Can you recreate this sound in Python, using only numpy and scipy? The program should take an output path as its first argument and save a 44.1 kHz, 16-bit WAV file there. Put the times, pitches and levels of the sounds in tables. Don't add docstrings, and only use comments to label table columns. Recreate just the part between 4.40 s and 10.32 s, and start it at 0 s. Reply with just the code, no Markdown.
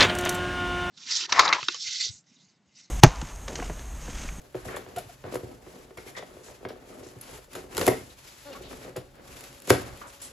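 import sys
import numpy as np
from scipy import signal
from scipy.fft import rfft, irfft, next_fast_len
from scipy.io import wavfile

SR = 44100
rng = np.random.default_rng(int(sys.argv[2]) if len(sys.argv) > 2 else 0)


def waveform_to_disk(signal):
    frames = np.transpose(np.atleast_2d(signal))
    scaled = np.clip(frames, -1, 1) * 32767
    samples = np.round(scaled).astype(np.int16)
    wavfile.write(sys.argv[1], SR, samples)


def gain_from_db(level_db):
    decades = np.asarray(level_db, float) / 20
    return 10 ** decades


N = 261228
SIZE = next_fast_len(N + SR // 3)
HZ = np.maximum(np.fft.rfftfreq(SIZE, 1 / SR), 1)

# mode_hz [Hz], level_db [dB], t60_s [s]
PANELS = [(72.6, -2.5, 0.1), (117.4, 4, 0.17), (180, -7, 0.11), (269, -6.5, 0.09), (303.7, -10, 0.11),
          (377, 1.5, 0.081), (440, -3.5, 0.11), (503.3, 0.5, 0.065), (555, 4, 0.02), (617, -4.5, 0.083),
          (695, -4.5, 0.059), (748, -12, 0.17), (875, -14.5, 0.095), (1000, -10, 0.044),
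          (1107, -17.5, 0.18), (1287, -14.5, 0.16), (1427, -17.5, 0.042), (1750, -34, 0.01),
          (2040, -12, 0.021), (2520, -48, 0.018)]
DEEP_HZ = 220
# start_s [s], peak_db [dB], struck_hz [Hz], slap_db [dB], deep_db [dB]
LASHES = [
    (3.38, -15, 378, -10, -23),
    (3.413, -16, 480, -15, -23),
    (3.4765, -1.5, 400, -19, -23),
    (3.4832, -8, 390, -28, -36),
    (3.499, -28, 450, -29, -12),
    (5.3037, -1.5, 410, -5.5, -14),
    (5.328, -23, 606, -7, -22),
    (5.349, -19, 450, -17, -34),
    (3.469, -17, 546, -28, -18),
    (3.4796, -13, 640, -10, -26),
]
# start_s [s], peak_db [dB], struck_hz [Hz], slap_db [dB], deep_db [dB]
THUMPS = [(0.151, -24, 394, -13.5, -12.5), (0.258, -39.5, 484, -15, 7.5), (0.463, -38, 640, -5, -8),
          (0.56, -29, 436, -8, -11), (.8395, -29, 362, -7.5, -8), (.863, -43, 425, -13, 4),
          (1.032, -25.5, 326, -31, -8.5), (1.573, -35.5, 603, -3, -7), (1.967, -38.5, 420, -9, -14),
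          (2.251, -23, 417, -4.5, -12.5), (2.604, -39, 422, -10, -4.5), (2.662, -32, 394, -22, -15),
          (2.759, -33, 275, -33, -7), (4.243, -43, 363, -18, -3), (4.33, -31, 285, -7, -20),
          (4.57, -27.5, 467, -8.5, -4), (5.277, -26, 373, -9, -15)]
# start_s [s], peak_db [dB], struck_hz [Hz], slap_db [dB]
TAPS = [(.252, -32, 605, -9), (.311, -30, 506, -19), (.367, -27, 493, -1.5), (.573, -28, 450, -14),
        (0.923, -24, 423, -14), (.939, -23.5, 504, -9), (.955, -18, 392, -10), (1.265, -39, 384, -7),
        (1.507, -38, 420, -6), (1.791, -32, 507, -6), (1.825, -28, 600, -9), (2.084, -33, 560, -9),
        (2.303, -31.5, 490, -7.5), (2.934, -41, 493, -10), (3.152, -29.5, 635, -3.5),
        (3.179, -29, 400, -24), (3.239, -33, 354, -14), (4.311, -32, 398, -5.5), (4.56, -21.5, 440, -14.5)]
# start_s [s], peak_db [dB], struck_hz [Hz]
MORE_TAPS = [(0.145, -24.5, 404), (0.285, -38, 390), (0.296, -33, 495), (0.342, -33, 511), (0.351, -31, 540),
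             (0.851, -29.5, 549), (0.867, -40, 452), (0.968, -27.5, 477), (1.007, -36, 480), (1.224, -47, 358),
             (1.358, -38.5, 509), (1.388, -40.5, 390), (1.432, -44, 388), (1.481, -47, 517), (1.524, -43, 431),
             (1.583, -32, 390), (1.599, -50, 331), (1.661, -34.5, 400), (1.774, -34, 519), (1.91, -45, 423),
             (2.063, -44, 490), (2.208, -41, 377), (2.229, -38, 368), (2.264, -35, 433), (2.357, -36.5, 474),
             (2.439, -55, 297), (2.471, -43, 417), (2.497, -39.5, 428), (2.572, -53, 568), (2.591, -44, 415),
             (2.628, -33, 423), (2.732, -46, 340), (2.893, -37.5, 494), (2.985, -37, 480), (3.081, -50, 517),
             (3.162, -25, 304), (3.189, -41, 415), (4.207, -36, 377), (1.272, -37, 400), (3.401, -23, 500),
             (3.424, -23, 500), (3.453, -26, 480), (4.447, -39, 500), (4.477, -34, 430), (4.49, -37, 520),
             (1.985, -41, 450), (2.005, -41, 400), (2.1, -39, 615), (2.122, -44, 560), (2.142, -51, 500),
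             (2.317, -35, 615), (2.33, -37.5, 420), (3.506, -19, 440), (3.518, -16.5, 290), (3.528, -24, 400),
             (3.542, -29, 350), (5.3115, -9.5, 560), (5.337, -21, 560), (5.362, -24, 300), (5.37, -25, 440)]
# freq_hz [Hz], level_db [dB per Hz]
FIRST_WAVE = [(150, -44), (400, 0), (900, 3), (2000, -5.5), (3500, -11), (6000, -36)]

# start_s [s], peak_db [dB], dull_db [dB]
TEARS = [(3.349, -27.5, -2), (3.3684, -18, -2.5), (3.3788, -16, -2.5), (3.394, -22, -2), (3.4128, -20, 6),
         (3.4416, -37, -20), (3.462, -23, -20), (3.4661, -13, -24), (3.4769, -15, -22),
         (3.4805, -13.5, -20), (3.487, -17, -13), (5.187, -46, -32), (5.201, -37, -21),
         (5.2208, -33.5, -14), (5.2744, -26.5, -4), (5.298, -13.5, -31), (5.303, -7.5, -1.5)]
# start_s [s], peak_db [dB], dull_db [dB]
TICKS = [(.016, -50, -10), (0.125, -57, -16), (.1515, -48.5, -11), (.257, -54, -13), (0.3618, -35, -15),
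         (0.5618, -37, 1.5), (.5834, -34, -8), (0.942, -35, -25), (0.954, -40, -28), (1.5722, -43.5, 4.5),
         (2.2505, -57, -4), (2.2862, -47, 11.5), (2.808, -63, -40.5), (2.9764, -53, 9), (3.042, -50, -10),
         (3.131, -41, 2), (3.1513, -36.5, -3.5), (4.129, -48, 13), (4.563, -35.5, 0.5), (4.753, -53, -3),
         (5.0072, -47.5, 3), (5.038, -46, 4), (5.573, -47, 3), (5.8173, -40, -29)]
# start_s [s], peak_db [dB]
PRICKS = [(1.3044, -38), (1.3894, -40), (2.3744, -56), (2.5272, -50), (2.5444, -42), (2.5544, -51),
          (2.6874, -36), (2.7174, -51), (2.7364, -41), (2.7774, -54), (2.7874, -40), (2.9387, -32),
          (2.9602, -35), (2.9764, -40), (3.0254, -48), (3.0435, -47), (4.4196, -42), (4.4944, -37),
          (5.008, -31), (5.0386, -32), (5.0594, -39), (5.1281, -33), (5.1544, -44), (5.1632, -45.5),
          (5.2022, -37)]
# freq_hz [Hz], level_db [dB per Hz]
CRACK = [(5000, -9.5), (6000, -12), (7000, -3.5), (8300, -9), (9200, 0), (11000, 0.5), (12500, -1),
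         (14500, -16), (16000, -15)]
# time_s [s], slip_rate_hz [slips per s], level_db [dB]
CREAK = [
    (4.05, 293, -69),
    (4.06, 290, -46),
    (4.088, 287, -42),
    (4.106, 270, -52),
    (4.13, 263, -43.5),
    (4.145, 278, -54),
    (4.165, 275, -45),
    (4.18, 280, -63),
]
# mode_hz [Hz], width_hz [Hz], level_db [dB]
STRAP_MODES = [(293, 55, -19), (580, 74, -5), (890, 74, -10), (1180, 120, -13), (1460, 180, -7),
               (1790, 120, -12), (2860, 120, -21), (3620, 220, -8), (4280, 270, -9.5)]

# start_s [s], length_s [s], panel_db [dB], scrape_db [dB re panel]
DRAGS = [(0.0, 0.015, -53, -23), (0.169, 0.015, -51, 1), (0.26, 0.12, -43, -13), (0.478, 0.15, -47, -10.5),
         (0.86, 0.074, -43, -8.5), (1.057, 0.057, -44, -32), (1.23, 0.21, -49.5, -14),
         (1.579, 0.31, -49, -10), (1.89, 0.89, -53.5, -10), (2.235, 0.039, -45, -31), (2.33, 0.46, -66, -3),
         (2.494, 0.17, -47.5, -19), (2.825, 0.13, -49.5, -5.5), (3.13, 0.1, -44, -14),
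         (3.312, 0.1, -42.5, -7), (3.371, 0.11, -33, -13), (4.11, 0.07, -46, -13),
         (4.196, 0.052, -46.5, -24), (4.315, 0.17, -44.5, -13), (4.57, 0.0085, -45, -15),
         (4.743, 0.29, -51.5, -7), (5.11, 0.26, -54.5, -12), (5.365, 0.11, -39, -8),
         (5.857, 0.083, -56, -13)]
# start_s [s], length_s [s], level_db [dB]
SLIDES = [(0.0, 0.071, -70.5), (0.165, 0.038, -56.5), (0.256, 0.12, -51), (0.475, 0.24, -57.5),
          (0.843, 0.27, -61), (0.931, 0.012, -48), (1.227, 0.21, -59), (1.591, 0.013, -51.5),
          (1.668, 0.011, -48), (1.802, 0.36, -59.5), (2.474, 0.25, -57.5), (2.833, 0.12, -49.5),
          (3.115, 0.02, -50.5), (3.16, 0.036, -48.5), (3.321, 0.11, -48), (3.38, 0.02, -37),
          (3.415, .014, -37.5), (3.45, 0.047, -40.5), (3.596, 0.11, -55.5), (3.788, 0.19, -51),
          (4.052, 0.18, -54), (4.306, 0.13, -49.5), (4.851, 0.22, -51.5), (5.102, .19, -54),
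          (5.304, 0.02, -33), (5.46, 0.15, -53), (5.704, 0.036, -50), (5.804, 0.086, -53)]
# start_s [s], length_s [s], rumble_db [dB]
LEANS = [
    (0.235, 0.038, -48.5),
    (.6, 0.72, -56.5),
    (2.6, 0.99, -55.5),
    (3.704, 0.1, -57),
    (4.256, 0.1002, -49),
    (4.648, 0.53, -56.5),
    (5.396, 0.16, -53),
]
# rise [dB per s], sag while held [dB per s, negative swells], fade [dB per s],
# rest level [dB]
DRAG_SHAPE, SLIDE_SHAPE, LEAN_SHAPE = (606, -1, 105, -69.5), (494, -6.5, 142, -63), (100, 2, 89, -59.5)
# freq_hz [Hz], level_db [dB per Hz]
SCRAPE = [(470, -8.5), (800, -4), (1260, -4), (1360, -8), (1470, -4.5), (1540, -5), (2040, -8.5),
          (2580, -14.5), (4200, -20.5), (5460, -23.5), (9240, -120)]
RUSTLE = [(2600, 10), (3500, 7.5), (5200, 7), (7000, 7.5), (8200, 6), (9200, 8.5), (10500, 5), (11500, 5.5),
          (12600, 2), (14300, -2), (15800, -38)]
RUMBLE = [(12, -30), (20, 6), (63, 7), (102, -7), (135, 5.5), (167, -21.5), (200, -38), (260, -48),
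          (440, -120)]

# start_s [s], length_s [s], centre_hz [Hz], level_db [dB]
BRUSHES = [(0.278, 0.099, 1480, -42.5), (.286, 0.0097, 1860, -46.5), (.34, 0.021, 1770, -46),
           (0.364, .008, 3500, -49), (1.575, 0.012, 2100, -44.5), (1.672, .02, 2220, -50),
           (1.75, 0.015, 2000, -45), (1.765, 0.024, 2110, -41.5), (1.76, 0.032, 3400, -50.5),
           (1.764, 0.029, 4700, -48), (1.774, 0.017, 5700, -50), (2.63, 0.03, 6200, -54),
           (2.665, .03, 6600, -55), (3.7, 0.017, 4000, -56), (2.085, 0.051, 640, -52),
           (2.029, 0.087, 7240, -54), (2.811, 0.0073, 10800, -38.5), (3.152, .007, 1450, -39),
           (3.479, .008, 2000, -24), (4.232, 0.055, 3700, -51), (4.41, 0.09, 1800, -52.5),
           (4.15, .03, 1250, -49), (3.863, 0.062, 5040, -55), (5.615, .008, 1330, -43),
           (1.766, 0.021, 1200, -49.5), (1.579, 0.016, 1550, -51), (5.61, 0.072, 1220, -45.5),
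           (5.669, 0.035, 8500, -51), (5.814, 0.053, 9100, -41)]
# start_s [s], length_s [s], pitch_hz [Hz], level_db [dB]
SQUEAKS = [(0.571, 0.025, 700, -28), (.572, .022, 440, -37), (.652, .036, 120, -41), (0.6, 0.026, 620, -43),
           (0.69, 0.024, 705, -44.5), (2.93, 0.06, 900, -51), (2.93, 0.055, 420, -46.5),
           (2.525, 0.02, 1270, -52), (4.1, .035, 540, -43), (4.148, 0.031, 1120, -41),
           (4.12, 0.016, 2850, -48.5)]

# freq_hz [Hz], t60_s [s]
ROOM_T60 = [(60, 0.99), (400, 0.2), (1500, 0.28), (5000, 0.32), (15000, 0.16)]
# freq_hz [Hz], level_db [dB]
ROOM_COLOUR = [(100, -10), (250, -4.5), (400, 1), (700, 0.5), (2000, 0), (8000, -2)]
# freq_hz [Hz], left_lead [rad]; odd multiples of pi cancel when the ports are summed
PORT_LEAD = [(0, 0), (3100, .7), (5430, -.1), (7150, 0), (8200, -1.6), (8700, -3.1), (9400, -3.18),
             (9800, -4.4), (10900, -6.2), (11600, -6.7), (12500, -8), (12950, -9.39), (13700, -9.46),
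             (14100, -10.7), (14600, -12.4), (16400, -12.8)]
# freq_hz [Hz], likeness [0-1]
LIKENESS = [(40, 1), (130, 0.94), (290, 0.91), (640, 0.66), (1400, 0.51), (3100, 0.82), (6000, 0.68),
            (8500, .999), (16000, .999)]
# freq_hz [Hz], tilt_db [dB]
PORT_TILT = [(60, -2.5), (300, 1.4), (700, 0.5), (1300, 0.2), (2400, 2), (4400, 4.5),
             (8000, 0), (16000, 0)]


def rms_one(x):
    return x / np.sqrt(np.mean(x ** 2) + 1e-20)


def in_time(rows):
    s, *columns = np.transpose(rows)
    return [np.interp(np.arange(N) / SR, s, column) for column in columns]


def at_hz(points, hz=HZ):
    p = np.array(points)
    return np.interp(np.log(hz), np.log(np.maximum(p[:, 0], 1)), p[:, 1])


def filtered(x, response):
    return irfft(rfft(x, SIZE) * response, SIZE)[..., :N]


def coloured(x, spectrum):
    return rms_one(filtered(x, gain_from_db(at_hz(spectrum))))


def drift(rate):
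    knots = rng.standard_normal(2000)
    return np.interp(np.arange(N) / SR * rate, np.arange(2000), knots)


def grit(per_s, spread_db):
    sizes = gain_from_db(spread_db * np.minimum(rng.exponential(1, (2, N)), 5))
    sizes = sizes * rng.choice([-1, 1], (2, N))
    return sizes * (rng.random((2, N)) < per_s / SR)


def ring(x, hz, t60):
    r, w = gain_from_db(-60 / (t60 * SR)), 2 * np.pi * hz / SR
    return signal.lfilter([0, np.sin(w)], [1, -2 * r * np.cos(w), r * r], x + 1e-18)


def burst(times, levels_db, t60s, rise_s):
    out, t = np.zeros(N), np.arange(SR // 4) / SR
    for s, level_db, t60 in zip(times, levels_db, t60s):
        i = round(s * SR)
        shape = (1 - np.exp(-t / rise_s)) * gain_from_db(level_db - 60 * t / max(t60, .003))
        out[i:i + len(t)] += shape[:N - i]
    return out


def strokes(rows, levels_db, shape):
    rise_db, sag_db, fade_db, rest_db = shape
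    t, power = np.arange(0, N + 64, 64) / SR, gain_from_db(2 * rest_db)
    for (s, length, *_), level_db in zip(rows, levels_db):
        late = t - s
        rise = rise_db * np.minimum(late, 0)
        sag = sag_db * np.clip(late, 0, length)
        fade = fade_db * np.maximum(late - length, 0)
        power = power + gain_from_db(2 * (level_db + rise - sag - fade))
    return np.interp(np.arange(N) / SR, t, 10 * np.log10(power))


def blows():
    rows = [(*row, 6) for row in LASHES] + [(*row, 10) for row in THUMPS]
    rows += [(*row, -26.5, 15) for row in TAPS]
    rows += [(*row, -14, -26.5, 15) for row in MORE_TAPS]
    return np.transpose(rows)


def first_wave(s, levels_db):
    clicks = np.zeros(N)
    clicks[np.round(s * SR).astype(int)] = gain_from_db(levels_db)
    late_cycles = 1.15
    response = gain_from_db(at_hz(FIRST_WAVE)) * np.exp(-2j * np.pi * late_cycles * np.log(HZ))
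    return filtered(clicks, response) / np.abs(irfft(response, SIZE)).max()


def knocks():
    s, peak_db, struck_hz, slap_db, deep_db, falloff_db = blows()
    chance = rng.standard_normal((len(s), 2 * len(PANELS)))
    is_lash = (np.arange(len(s)) < len(LASHES)).astype(int)
    out = np.zeros(N)
    for k, (hz, level_db, t60) in enumerate(PANELS):
        near_db = -falloff_db * np.minimum(np.abs(np.log2(hz / struck_hz)), 1.2)
        place_db = deep_db + 2.0 if hz < DEEP_HZ else near_db
        late_s = min(1.041 / hz, .0055) * (1 + 0.32 * np.tanh(chance[:, 2 * k]))
        at = np.round((s + late_s) * SR).astype(int)
        push_db = peak_db + level_db + place_db + 1.7 * chance[:, 2 * k + 1] - 7.0
        push = np.zeros((2, N))
        push[is_lash, at] = (-1) ** k * gain_from_db(push_db)
        swell = np.exp(-2 * np.pi * 5.5 * hz / SR)
        touch, lash = signal.lfilter([1 - swell], [1, -swell], push + 1e-18)
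        damping = 1 if hz < DEEP_HZ else 0.46
        out += ring(touch, hz, t60) + ring(lash, hz, t60 * damping)
    slap = burst(s, peak_db + slap_db - 3.5, np.full(len(s), .03), rise_s=0.0012)
    slap = slap * coloured(grit(12000, 2.2)[0], SCRAPE)
    return out + slap + first_wave(s, peak_db + slap_db - 1.5)


def ticks():
    pricks = [(s, db - 4, -4.5) for s, db in PRICKS]
    s, peak_db, dull_db = np.transpose(TICKS + TEARS + pricks)
    t60 = np.repeat([0.07, .0075, 0.0064], [len(TICKS), len(TEARS), len(PRICKS)])
    t60 = t60 * gain_from_db(0.19 * (peak_db + 34.0))
    bright = coloured(rng.standard_normal(N), CRACK)
    dull = coloured(rng.standard_normal(N), [(2000, 4), (2600, 3.5), (5800, -2), (6800, -16)])
    bright = bright * burst(s, peak_db - 1.5, t60, rise_s=0.00019)
    return bright + dull * burst(s, peak_db + dull_db - 11, 2.45 * t60, rise_s=0.00019)


def creak():
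    per_s, level_db = in_time(CREAK)
    cycles = np.cumsum(per_s * (1 + .02 * drift(250.)) / SR)
    slips = np.diff(np.floor(cycles), prepend=0) * gain_from_db(2.5 * drift(300.))
    rung = sum(gain_from_db(db) * ring(slips, hz, 2.4 / width) for hz, width, db in STRAP_MODES)
    return gain_from_db(level_db) * rms_one(rung)


def rubbing():
    panel_db = strokes(DRAGS, [db for _, _, db, _ in DRAGS], DRAG_SHAPE)
    scrape_db = strokes(DRAGS, [db + more_db for _, _, db, more_db in DRAGS], DRAG_SHAPE)
    rustle_db = strokes(SLIDES, [db for *_, db in SLIDES], SLIDE_SHAPE)
    rumble_db = strokes(LEANS, [db for *_, db in LEANS], LEAN_SHAPE)
    flutter_db = drift(25.)

    drag = grit(1500, 1.7) * gain_from_db(panel_db + 2.0 * flutter_db)
    unit = np.sqrt(np.mean((drag / gain_from_db(panel_db)) ** 2))
    boom = np.zeros((2, N))
    for hz, db, t60 in PANELS:
        if hz > DEEP_HZ:
            boom += gain_from_db(db - 0.46 * np.log2(hz / 400)) * ring(drag, hz, 0.81 * t60) / unit

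    scrape = coloured(grit(9000, 3.0), SCRAPE) * gain_from_db(scrape_db + 1.0 * flutter_db + 1.4 * drift(45.))
    rustle = coloured(grit(20000, 2.05), RUSTLE) * gain_from_db(rustle_db + 1.3 * flutter_db + 2.2 * drift(67.0))
    sheen = signal.sosfilt(signal.butter(4, 8800, "high", fs=SR, output="sos"), rustle)
    rustle = rustle + sheen * (gain_from_db(2.3 * drift(7.4)) - 1)
    rumble = coloured(rng.standard_normal((2, N)), RUMBLE) * gain_from_db(rumble_db + 3.0 * drift(15.))
    return gain_from_db(-32.5) * boom + scrape + rustle + rumble


def brush_width(length, hz):
    return min(3200, 17500000.0 / hz) if hz > 4500 else 5.7 * length * hz


def scuffs():
    out, slips = np.zeros((2, N)), grit(12000, 2.7)
    for s, length, hz, level_db in BRUSHES:
        i, t = round(s * SR), np.linspace(0, 2, round(2 * length * SR))
        rung = ring(slips[:, i:i + len(t)], hz, 1.95 / brush_width(length, hz))
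        swell = (np.minimum(t / .07, 1) / (1 + t ** 5))[:rung.shape[1]]
        out[:, i:i + len(t)] += gain_from_db(level_db) * swell * rms_one(rung)
    return signal.sosfilt(signal.butter(4, 12000, fs=SR, output="sos"), out)


def squeaks():
    out, wobble = np.zeros(N), 1 + .018 * drift(220.)
    flutter_db = 2.5 * drift(160.)
    for s, length, hz, level_db in SQUEAKS:
        i, t = round(s * SR), np.linspace(0, 1, round(length * SR))
        here = slice(i, i + len(t))
        phase = 2 * np.pi * hz * np.cumsum(wobble[here]) / SR
        tone = np.sin(phase) + gain_from_db(-15) * np.sin(2 * phase)
        out[here] += gain_from_db(level_db + flutter_db[here]) * np.sin(np.pi * t ** .7) * tone
    return out


def kitchen(x):
    per_s = -np.log(1000) / at_hz(ROOM_T60) - 2j * np.pi * HZ
    paths = np.zeros((2, len(HZ)), complex)
    lags_s = np.geomspace(.011, .058, 20) * rng.uniform(.97, 1.03, 20)
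    for k, lag in enumerate(lags_s):
        loop = np.exp(per_s * lag)
        paths[k % 2] += loop / (1 - loop) * (-1) ** (k // 2)
    return filtered(x, paths * gain_from_db(at_hz(ROOM_COLOUR))) / np.sqrt(10)


def hush():
    spectrum = [(40, -13), (400, -2), (3000, -51.0), (12000, -33), (16000, -17)]   # (Hz, dB per Hz)
    return gain_from_db(-66.5) * coloured(rng.standard_normal((2, N)), spectrum)


def ports(near, wide):
    sides = np.array([[1], [-1]])
    alike = np.clip(at_hz(LIKENESS), 0, 1)
    common = near + filtered(wide[0], np.sqrt(alike))
    own = filtered(wide[1], np.sqrt(1 - alike)) * sides
    lead = np.exp(.5j * np.interp(HZ, *np.transpose(PORT_LEAD)) * sides)
    tilt = gain_from_db(.5 * at_hz(PORT_TILT) * sides)
    return filtered(common + own, lead * tilt)


def scene():
    crack, body = ticks(), knocks() + creak()
    scuff, squeak = scuffs(), squeaks()
    side_wall = gain_from_db(-4.5) * np.roll(body + crack, round(0.0017 * SR)) * [[0], [1]]
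    room = gain_from_db(-4.5) * kitchen(body + crack + scuff[0] + .4 * squeak)
    wide = rubbing() + scuff + room + hush() + side_wall
    return ports(body + crack + squeak, wide) + gain_from_db(-10.0) * crack


def band_limit(x):
    return signal.sosfilt(signal.butter(12, 16800, fs=SR, output="sos"), x)


def record(dry):
    heard = signal.sosfilt(signal.butter(2, 52, "high", fs=SR, output="sos"), dry)
    rounded = np.tanh(heard / .95) * .95
    top_cut = signal.cheby2(10, 60, 16600, fs=SR, output="sos")
    return band_limit(signal.sosfilt(top_cut, rounded))


dry = scene()
out = record(dry)
waveform_to_disk(out)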